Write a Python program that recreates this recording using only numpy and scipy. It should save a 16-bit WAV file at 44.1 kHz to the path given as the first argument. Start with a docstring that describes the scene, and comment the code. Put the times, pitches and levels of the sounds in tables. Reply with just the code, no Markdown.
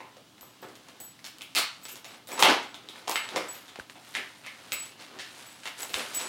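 """Paper snaps and crinkles as a dog noses and bites a wrapped parcel on a tiled floor. Each snap is an impulse
with a floor reflection, a noise rattle and a panel resonance; crinkle is a random train of tiny folds. Two
metal collar tags clink as damped modes, and soft low thumps sound. A hard room adds distinct echoes and a tail
of nearly half a second, over filtered-noise hush and mains hum."""
import sys
import numpy as np
from scipy import signal
from scipy.fft import rfft, irfft
from scipy.io import wavfile

SR = 44100
rng = np.random.default_rng(int(sys.argv[2]) if len(sys.argv) > 2 else 0)


def dump(signal):
    """Clip the signal to [-1, 1] and save it as 16-bit WAV at the path in sys.argv[1]."""
    limited = np.clip(np.atleast_2d(signal).T, -1, 1)
    pcm = np.round(limited * 32767).astype(np.int16)
    wavfile.write(sys.argv[1], SR, pcm)


N = 276948  # samples

# Paper snaps, knocks of the parcel and dry ticks: t/s, direct peak/dB, ring f/Hz, ring share/dB,
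# bass slope (positive thins the bass)/dB per octave, treble slope/dB per octave, room send/dB
SNAP_EVENTS = [(.0044,-33.5,990,-12,-6,-24,7.5),(.168,-38.5,530,-12.5,9,-4,5),(.381,-42,2020,-1,0,4.5,-3),(.410,-36,3540,-10,-5,14,-7),(.4294,-41,1130,-6,-10,-2,7),(.627,-38,437,-10,-11,-13,-1),(0.6385,-45,1150,3,1,-22,7),(.6866,-41,1210,-10,-5,11,5),(.7544,-36.5,649,-21,4,7,6),(.8854,-34.5,960,-8,4,10,-10),(1.002,-31.5,750,-5.5,-13,15,8),(1.1914,-42,1970,0,1,7,-1),(1.2433,-26,2900,-19,22,3,11.5),(1.2504,-35,4470,-16,5,2,-6),(1.2647,-29,2300,-14,6,9.5,7),(1.3846,-34.5,2800,0,9,13,-8),(1.4098,-30.5,2320,-9,22,0.5,7),(1.419,-28,3200,4,16,11.5,2.5),(1.5503,-12.5,2210,-18,11,3.5,13.5),(1.5654,-10.5,4580,-6,-2,2,13.5),(1.5784,-10,2870,-15,-2,6,10.5),(1.5868,-17,1110,-5.5,5,-3,2),(1.6104,-17.5,3600,-18,5,9,3.5),(1.8154,-43,1230,-14,4,4,14),(1.8534,-24,2300,-30,8,6,4),(1.8843,-30.5,3470,-30,10,6,16),(1.9566,-29.5,2790,-14,13,3,4),(1.9668,-35,2970,-18,10,6,3),(2.0452,-29,730,-21.5,-1,3,11),(2.2726,-32.5,4100,7.5,-8,14.5,9.5),(2.2888,-31.5,527,-14,-8,0,8),(2.3071,-32,2320,-17,2,0,10),(2.3181,-25,2300,-6,-6,10,4),(2.378,-27,960,-11,-1,-15,9),(2.3936,-12.5,1140,-5.5,-7.5,7,13),(2.4253,4,906,-15.5,-3,-1,-1.5),(2.4338,-8.5,3070,1.5,1,-9,6),(2.4475,-7,895,-20,1.5,-17,13.5),(2.6294,-32.5,884,-16,-1,-1,13.5),(2.7437,-28.5,3400,-2,15,0,6),(2.8877,-27,3770,4,2,3,6),(2.9583,-35.5,1870,-1,1,-10,-8),(3.0751,-26,701,-12,4,-4,7),(3.079,-17.5,947,-8,-9,1.5,4),(3.0953,-16.5,980,4,-13,16,0.5),(3.1132,-15,920,-14,3,5,5),(3.1576,-8.5,1960,-18.5,2,-12,6),(3.2374,-31,1650,-11,3,0,10),(3.2895,-25.5,3500,-5,-5,0,5.5),(3.3609,-14.5,506,-15,-8,1,6.5),(3.4074,-30,1260,-2,-1,-15,-2),(3.4639,-47,482,-20,2,-5,4),(3.5444,-39.5,523,-19,4,7,19.5),(3.681,-35.5,3100,-9,-1,1,13),(3.7579,-29,736,-19,-6,-13,0),(3.7883,-30,853,-8,-28,-5,-22),(3.7978,-26.5,1630,-3,-9,-10,-31),(3.898,-28,1750,-16.5,3,-4,-12),(3.955,-42.5,705,-11.5,-10.5,-11,13.5),(4.1414,-31,3630,-8,6,-9,15),(4.151,-15,1790,-18,11,-7.5,8),(4.1659,-23.5,2300,-10,3,-5,5),(4.4378,-39,2360,-22,0,-19,18.5),(4.4632,-25.5,1930,-20,7,-10,11),(4.6468,-38,1300,-11,1,-7,-2),(4.7208,-14.5,2170,-35,-5,4.5,7),(4.9114,-47,2780,-5.5,3,-7,15.5),(5.1887,-26,1790,-24,23,-5,14),(5.3201,-57,2850,-10,-2,-8,12),(5.6342,-32,1560,-20,6,2,10),(5.656,-21,1910,-14,-3,-3.5,10.5),(5.6749,-22.5,2350,-33,-2,1,3),(5.8188,-33,4500,-12,5,8,-1),(5.8312,-22,3440,-21,0,8,-13),(5.848,-28,4540,-26,10,6,-1),(5.8939,-34,2560,-6.5,-11,7,15),(5.9369,-25,3440,-11,-1,3,3),(5.9418,-12.5,3470,-5.5,5,-3,1),(6.108,-46,3460,-15,2,7,0),(6.136,-29.5,3500,-20,3,7,18)]
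NEUTRAL_HZ = 2500  # pivot of every spectral tilt


def undb(db):
    """Level to amplitude ratio: 20 dB is a factor of ten."""
    return 10 ** (np.asarray(db) / 20)


def unit(x):
    """Normalise the signal power: rms 1."""
    return x / np.sqrt(np.mean(x ** 2))


def band(x, hz, width_hz):
    """Band-pass filter whose edges lie geometrically about the centre."""
    low = np.sqrt(hz ** 2 + width_hz ** 2 / 4) - width_hz / 2
    high = min(low + width_hz, .45 * SR)
    return signal.sosfilt(signal.butter(2, [low, high], "bandpass", fs=SR, output="sos"), x)


def add(track, s, piece):
    """Linear superposition of a piece on the track, starting at s seconds."""
    i = max(int(s * SR), 0)
    track[i:i + len(piece)] += piece[:N - i]


def tilt(hz, per_octave_db):
    """Spectral tilt: level change in dB, linear in octaves from the neutral pitch."""
    return per_octave_db * np.log2(hz / NEUTRAL_HZ)


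def two_slope_tilt(hz, bass_slope, treble_slope):
    """Spectral tilt with separate slopes below and above the neutral pitch."""
    return tilt(hz, bass_slope if hz < NEUTRAL_HZ else treble_slope)


def snaps(floor_ms=1.36, floor_db=-18.0, ring_q=4.36):
    """Impulsive release, tile reflection, rattle and panel resonance; returns direct sound and room send."""
    # Pass bands of a snap: f/Hz, width/Hz
    snap_bands = [(370, 280), (810, 2640), (1700, 2180), (3300, 2620), (6400, 2940), (12000, 36000)]
    # Share of each band before tilt: level/dB
    snap_shares = [-40, -20.5, -7, -5, -10, -11]
    rattle, rattle_ms = .5, 1.6  # amplitude share, time to fall by 1 / e
    direct, room_send = np.zeros(N), np.zeros(N)
    t = np.arange(2048) / SR
    bounce = int(floor_ms * SR / 1000)
    noises = rng.standard_normal((len(SNAP_EVENTS), len(t)))
    for event, noise in zip(SNAP_EVENTS, noises):
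        s, db, ring_hz, ring_db, bass_slope, treble_slope, send_db = event
        # dividing by the root of the envelope's energy makes the share independent of rattle length
        kick = rattle * noise * np.exp(-t * 1000 / rattle_ms) / np.sqrt(rattle_ms * SR / 2000)
        kick[[0, bounce]] += np.sign(noise[0]) * undb([0, floor_db])
        snap = np.zeros(len(t))
        for k, ((hz, width), share_db) in enumerate(zip(snap_bands, snap_shares)):
            # alternating signs join neighbouring bands without a hole
            sign = (-1) ** k
            # narrow bands need more gain for the same peak
            gain = undb(share_db + two_slope_tilt(hz, bass_slope, treble_slope)) / width
            snap += sign * gain * band(kick, hz, width)
        snap += undb(ring_db) * ring_q / ring_hz * band(kick, ring_hz, ring_hz / ring_q)
        snap *= undb(db) / np.max(np.abs(snap))
        add(direct, s, snap)
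        add(room_send, s, snap * undb(send_db))
    return direct, room_send


def crinkle(most_db=9.0):
    """Random impulse train: dense folds of exponentially scattered level excite the paper's bands."""
    # Fold activity before band shares: t/s, level/dB, spectral slope/dB per octave
    activity = [(0,-64,-6),(.3,-67,-2.8),(.63,-62,-2.7),(1.0,-60.5,-1),(1.2,-63,-1),(1.75,-59,-0.5),(2.239,-73.5,-7),(2.85,-59,-3.5),(3.5,-50.5,-1),(3.84,-64,-2.5),(4.1,-53.5,1),(4.42,-58,-0.5),(4.75,-53,-0.5),(4.96,-63,-4),(5.4,-51.5,0.5),(5.75,-57,0.5),(6.12,-46,0.5),(6.28,-44.5,-1.5)]
    # Pass bands of folding: f/Hz, width/Hz, rate/folds per second, mean scatter of size/dB
    fold_bands = [(2620, 3350, 1500., 2.5), (860, 1070, 900., 0.5), (7500, 4700, 900., 0.5),
                  (337, 276, 540, 2.5), (9300, 8300, 72, 24)]
    # Share of each fold band: level/dB
    fold_shares = [-1, -3.5, -7.5, -12.5, -16]
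    s, db, slope = np.transpose(activity)
    t, after_snaps = np.arange(N) / SR, settling()
    paper = np.zeros(N)
    for (hz, width, per_s, scatter_db), share_db in zip(fold_bands, fold_shares):
        chance, size = rng.random((2, N))
        size_db = np.minimum(-scatter_db * np.log(size + 1e-9), most_db)
        polarity = np.sign(chance * SR / per_s - .5)
        folds = (chance < per_s / SR) * undb(size_db) * polarity
        steady = undb(np.interp(t, s, db + tilt(hz, slope)))
        envelope = steady + nudging(hz) + after_snaps
        paper += unit(band(folds, hz, width)) * envelope * undb(share_db)
    return paper


def settling():
    """Exponential relaxation: extra folding after every snap dies away as the paper settles."""
    settle_db, settle_s = -22.5, 0.013  # level relative to the snap's peak, time to fall by 1 / e
    envelope, t = np.zeros(N), np.arange(SR // 2) / SR
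    for s, db, *_ in SNAP_EVENTS:
        add(envelope, s, undb(db + settle_db) * np.exp(-t / settle_s))
    return envelope


def nudging(hz):
    """Amplitude envelope of folding near a pitch: nose and paw give a linear swell, then exponential decay."""
    # Nudges before fold-band shares: start t/s, swell t/s, level/dB,
    # bass slope (positive thins the bass)/dB per octave, treble slope/dB per octave
    nudge_events = [(.625,0.0057,-59,-10,-7),(0.851,0.09,-79,-8.5,-7),(1.85,0.12,-71,19,1),(1.9,0.032,-70,-7,13),(2.06,.08,-50,1,-2),(2.28,0.15,-40,-3,-1),(2.428,0.077,-22.5,-2,-22),(2.9,0.082,-56,13,-2),(3.09,0.024,-50,-2.5,-2),(3.3,0.081,-43,-5,-21),
                    (4.17,0.009,-56.5,-7,0),(4.8,0.062,-51.5,7,1.5),(4.978,0.044,-45.5,4,-5),(5.08,0.076,-64.5,-7,-17),(5.185,0.024,-44,16,-8),(5.368,0.013,-63,-1,1),(5.768,0.038,-45.5,-0.5,5.5),(5.949,0.046,-38,-1.5,-1),(6.168,0.044,-42,1,2.5)]
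    fall_s = 0.038  # time to fall by 1 / e after the swell
    envelope, t = np.zeros(N), np.arange(SR // 2) / SR
    for s, swell, db, bass_slope, treble_slope in nudge_events:
        rise = np.minimum(t / max(swell, .005), 1)
        fall = np.exp(-np.maximum(t - swell, 0) / fall_s)
        add(envelope, s, undb(db + two_slope_tilt(hz, bass_slope, treble_slope)) * rise * fall)
    return envelope


def tags(damp_ms=6.7):
    """Modal vibration: each blow rings the same modes of thin metal tags until the fur damps them."""
    # Clinks: t/s, free ringing before fur damps it t/s, blow on first tag level/dB,
    # its 14 kHz modes over that level/dB, blow on second tag level/dB
    clinks = [(.411, 0.14, -59, -10, -49.5), (.618, 0.076, -64, 12, -77), (1.002, 0.12, -43, 0, -66),
              (1.037, 0.082, -67, -5, -46.5), (1.833, 0.036, -47, -2, -55), (1.887, 0.14, -75, 20, -47),
              (1.914, 0.019, -50, -12, -46), (2.08, 0.1, -60, -8, -60), (2.327, 0.041, -38.5, -11, -63),
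              (2.687, .042, -62, -12, -71), (3.14, 0.14, -39.5, -9, -46), (3.4855, 0.043, -38.5, -12, -71),
              (3.527, 0.17, -72, 13.5, -45), (4.724, 0.12, -35, 0, -63), (4.797, .056, -44, -8, -55),
              (4.855, .055, -52, -8, -64), (5.465, 0.2, -54, 0, -59), (5.822, 0.013, -32.5, -10, -46),
              (5.839, .02, -46, -11, -58), (5.932, 0.094, -46, -1, -50), (6.148, 0.044, -28.5, -6, -46),
              (6.208, .16, -36, -18, -57)]
    # Modes, a row each for first tag, second tag, first tag near 14 kHz, either tag near 7 kHz: f/Hz
    mode_hz = [
        [7884],
        [12350, 12420, 10010],
        [14390, 14680, 13550],
        [6880, 6761],
    ]
    # Strength of each mode, in the same rows: level/dB
    mode_levels = [
        [0],
        [0, -11, -16],
        [-2, -3, -15],
        [-2, -4],
    ]
    # Time for each mode to fall by 60 dB, in the same rows: t/s
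    mode_t60 = [
        [.6],
        [.36, .3, .5],
        [.2, .2, .15],
        [.45, .5],
    ]
    low_db = -13  # modes near 7 kHz relative to the harder of the two blows
    metal, t = np.zeros(N), np.arange(SR // 2) / SR
    for s, free, first_db, high_db, second_db in clinks:
        damped = np.exp(-np.maximum(t - free, 0) * 1000 / damp_ms)
        strike = first_db, second_db, first_db + high_db, max(first_db, second_db) + low_db
        for db, *group in zip(strike, mode_hz, mode_levels, mode_t60):
            for hz, mode_db, t60 in zip(*group):
                # the tag twists as it swings, so each mode flutters on its own
                flutter_db = 2.5 * np.interp(t, np.arange(40) / 80, rng.standard_normal(40))
                fade = damped * np.exp(-np.log(1000) * t / t60)
                tone = np.sin(2 * np.pi * (hz * t + rng.random()))
                add(metal, s, undb(db + mode_db + flutter_db) * fade * tone)
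    return metal


def thumps(rise_ms=5.4):
    """Damped oscillation: soft heavy contacts give short low thumps."""
    # Thumps: t/s, level before the rise and decay/dB
    contacts = [(0.429, -57), (1.579, -65), (2.428, -48), (3.079, -62), (3.348, -47), (3.799, -41),
                (4.16, -55), (4.749, -47), (5.419, -63), (5.949, -38)]
    thump_hz, t60_s = 73.5, 0.062
    low, t = np.zeros(N), np.arange(SR // 2) / SR
    envelope = (1 - np.exp(-t * 1000 / rise_ms)) * np.exp(-np.log(1000) * t / t60_s)
    swing = envelope * np.sin(2 * np.pi * thump_hz * t)
    for s, db in contacts:
        add(low, s, undb(db) * swing)
    return low


def room(x, gap_ms=2.94, build_ms=1.67):
    """Convolution with an impulse response: distinct wall echoes and a diffuse tail decaying band by band."""
    # Diffuse bands: f/Hz, time to fall by 60 dB t/s, relative level/dB
    decay_bands = [(109, 0.15, -2.5), (262, 0.34, -2.5), (492, 0.28, -0.2), (1002, 0.45, -0.77),
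                   (2000, 0.38, 2.5), (3670, 0.38, -1), (7400, 0.43, -10), (16100, 0.18, 7.5)]
    # First distinct echoes: delay t/s, level/dB
    walls = [(0.012, -30), (0.0228, -25), (0.033, -23.5)]
    t = np.arange(SR) / SR
    tail = np.zeros(SR)
    for hz, t60, db in decay_bands:
        noise = unit(band(rng.standard_normal(SR), hz, 0.84 * hz))
        # compensate for bandwidth and decay time, so the level sets energy per Hz
        tail += undb(db) * noise * np.exp(-np.log(1000) * t / t60) * np.sqrt(hz / t60)
    tail *= 1 - np.exp(-np.maximum(t - gap_ms / 1000, 0) / (build_ms / 1000))
    tail /= np.sqrt(np.sum(tail ** 2))  # energy 1
    for s, db in walls:
        tail[int(s * SR)] += undb(db)
    return signal.fftconvolve(x, tail)[:N]


def colour(points):
    """Spectral shaping: white noise weighted in the frequency domain, then brought to rms 1."""
    hz, db = np.transpose(points)
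    f = np.maximum(np.arange(N // 2 + 1) * SR / N, 1)
    gain = undb(np.interp(np.log(f), np.log(hz), db))
    return unit(irfft(rfft(rng.standard_normal(N)) * gain, N))


def hush():
    """Stationary noise and a pure tone: quiet indoor air with a faint mains hum."""
    # Noise spectrum: f/Hz, relative level per Hz/dB
    air_spectrum = [(15, -52), (25, -37), (64, 0.5), (114, 8.5), (309, 12.5), (363, 0), (863, -53),
                    (1020, -14.5), (1520, -31), (2910, 2), (4740, -3.5), (12500, -13.5), (16000, -13)]
    air_db, hum_hz, hum_db = -59.5, 119.4, -72  # rms levels
    air = undb(air_db) * colour(air_spectrum)
    hum = undb(hum_db) * np.sqrt(2) * np.sin(2 * np.pi * hum_hz * np.arange(N) / SR)
    return air + hum


def scene():
    """Superposition of the direct sources, their shared reverberation and the background."""
    snap_direct, snap_send = snaps()
    paper, metal = crinkle(), tags()
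    paper_send_db, metal_send_db = -3.5, -16
    echo = room(snap_send + undb(paper_send_db) * paper + undb(metal_send_db) * metal)
    return (snap_direct + thumps() + paper + metal + echo + hush())[None]


def record(dry):
    """Band-limiting and saturation: the microphone loses deep bass, the recorder rounds peaks and cuts the top."""
    mic_low_hz, top_hz = 30.4, 16000
    ceiling = .8  # amplitude that the loudest peaks bend towards
    heard = signal.sosfilt(signal.butter(1, mic_low_hz, "highpass", fs=SR, output="sos"), dry)
    rounded = ceiling * np.tanh(heard / ceiling)
    return signal.sosfilt(signal.ellip(10, .2, 70, top_hz, fs=SR, output="sos"), rounded)


dry = scene()
out = record(dry)
dump(out)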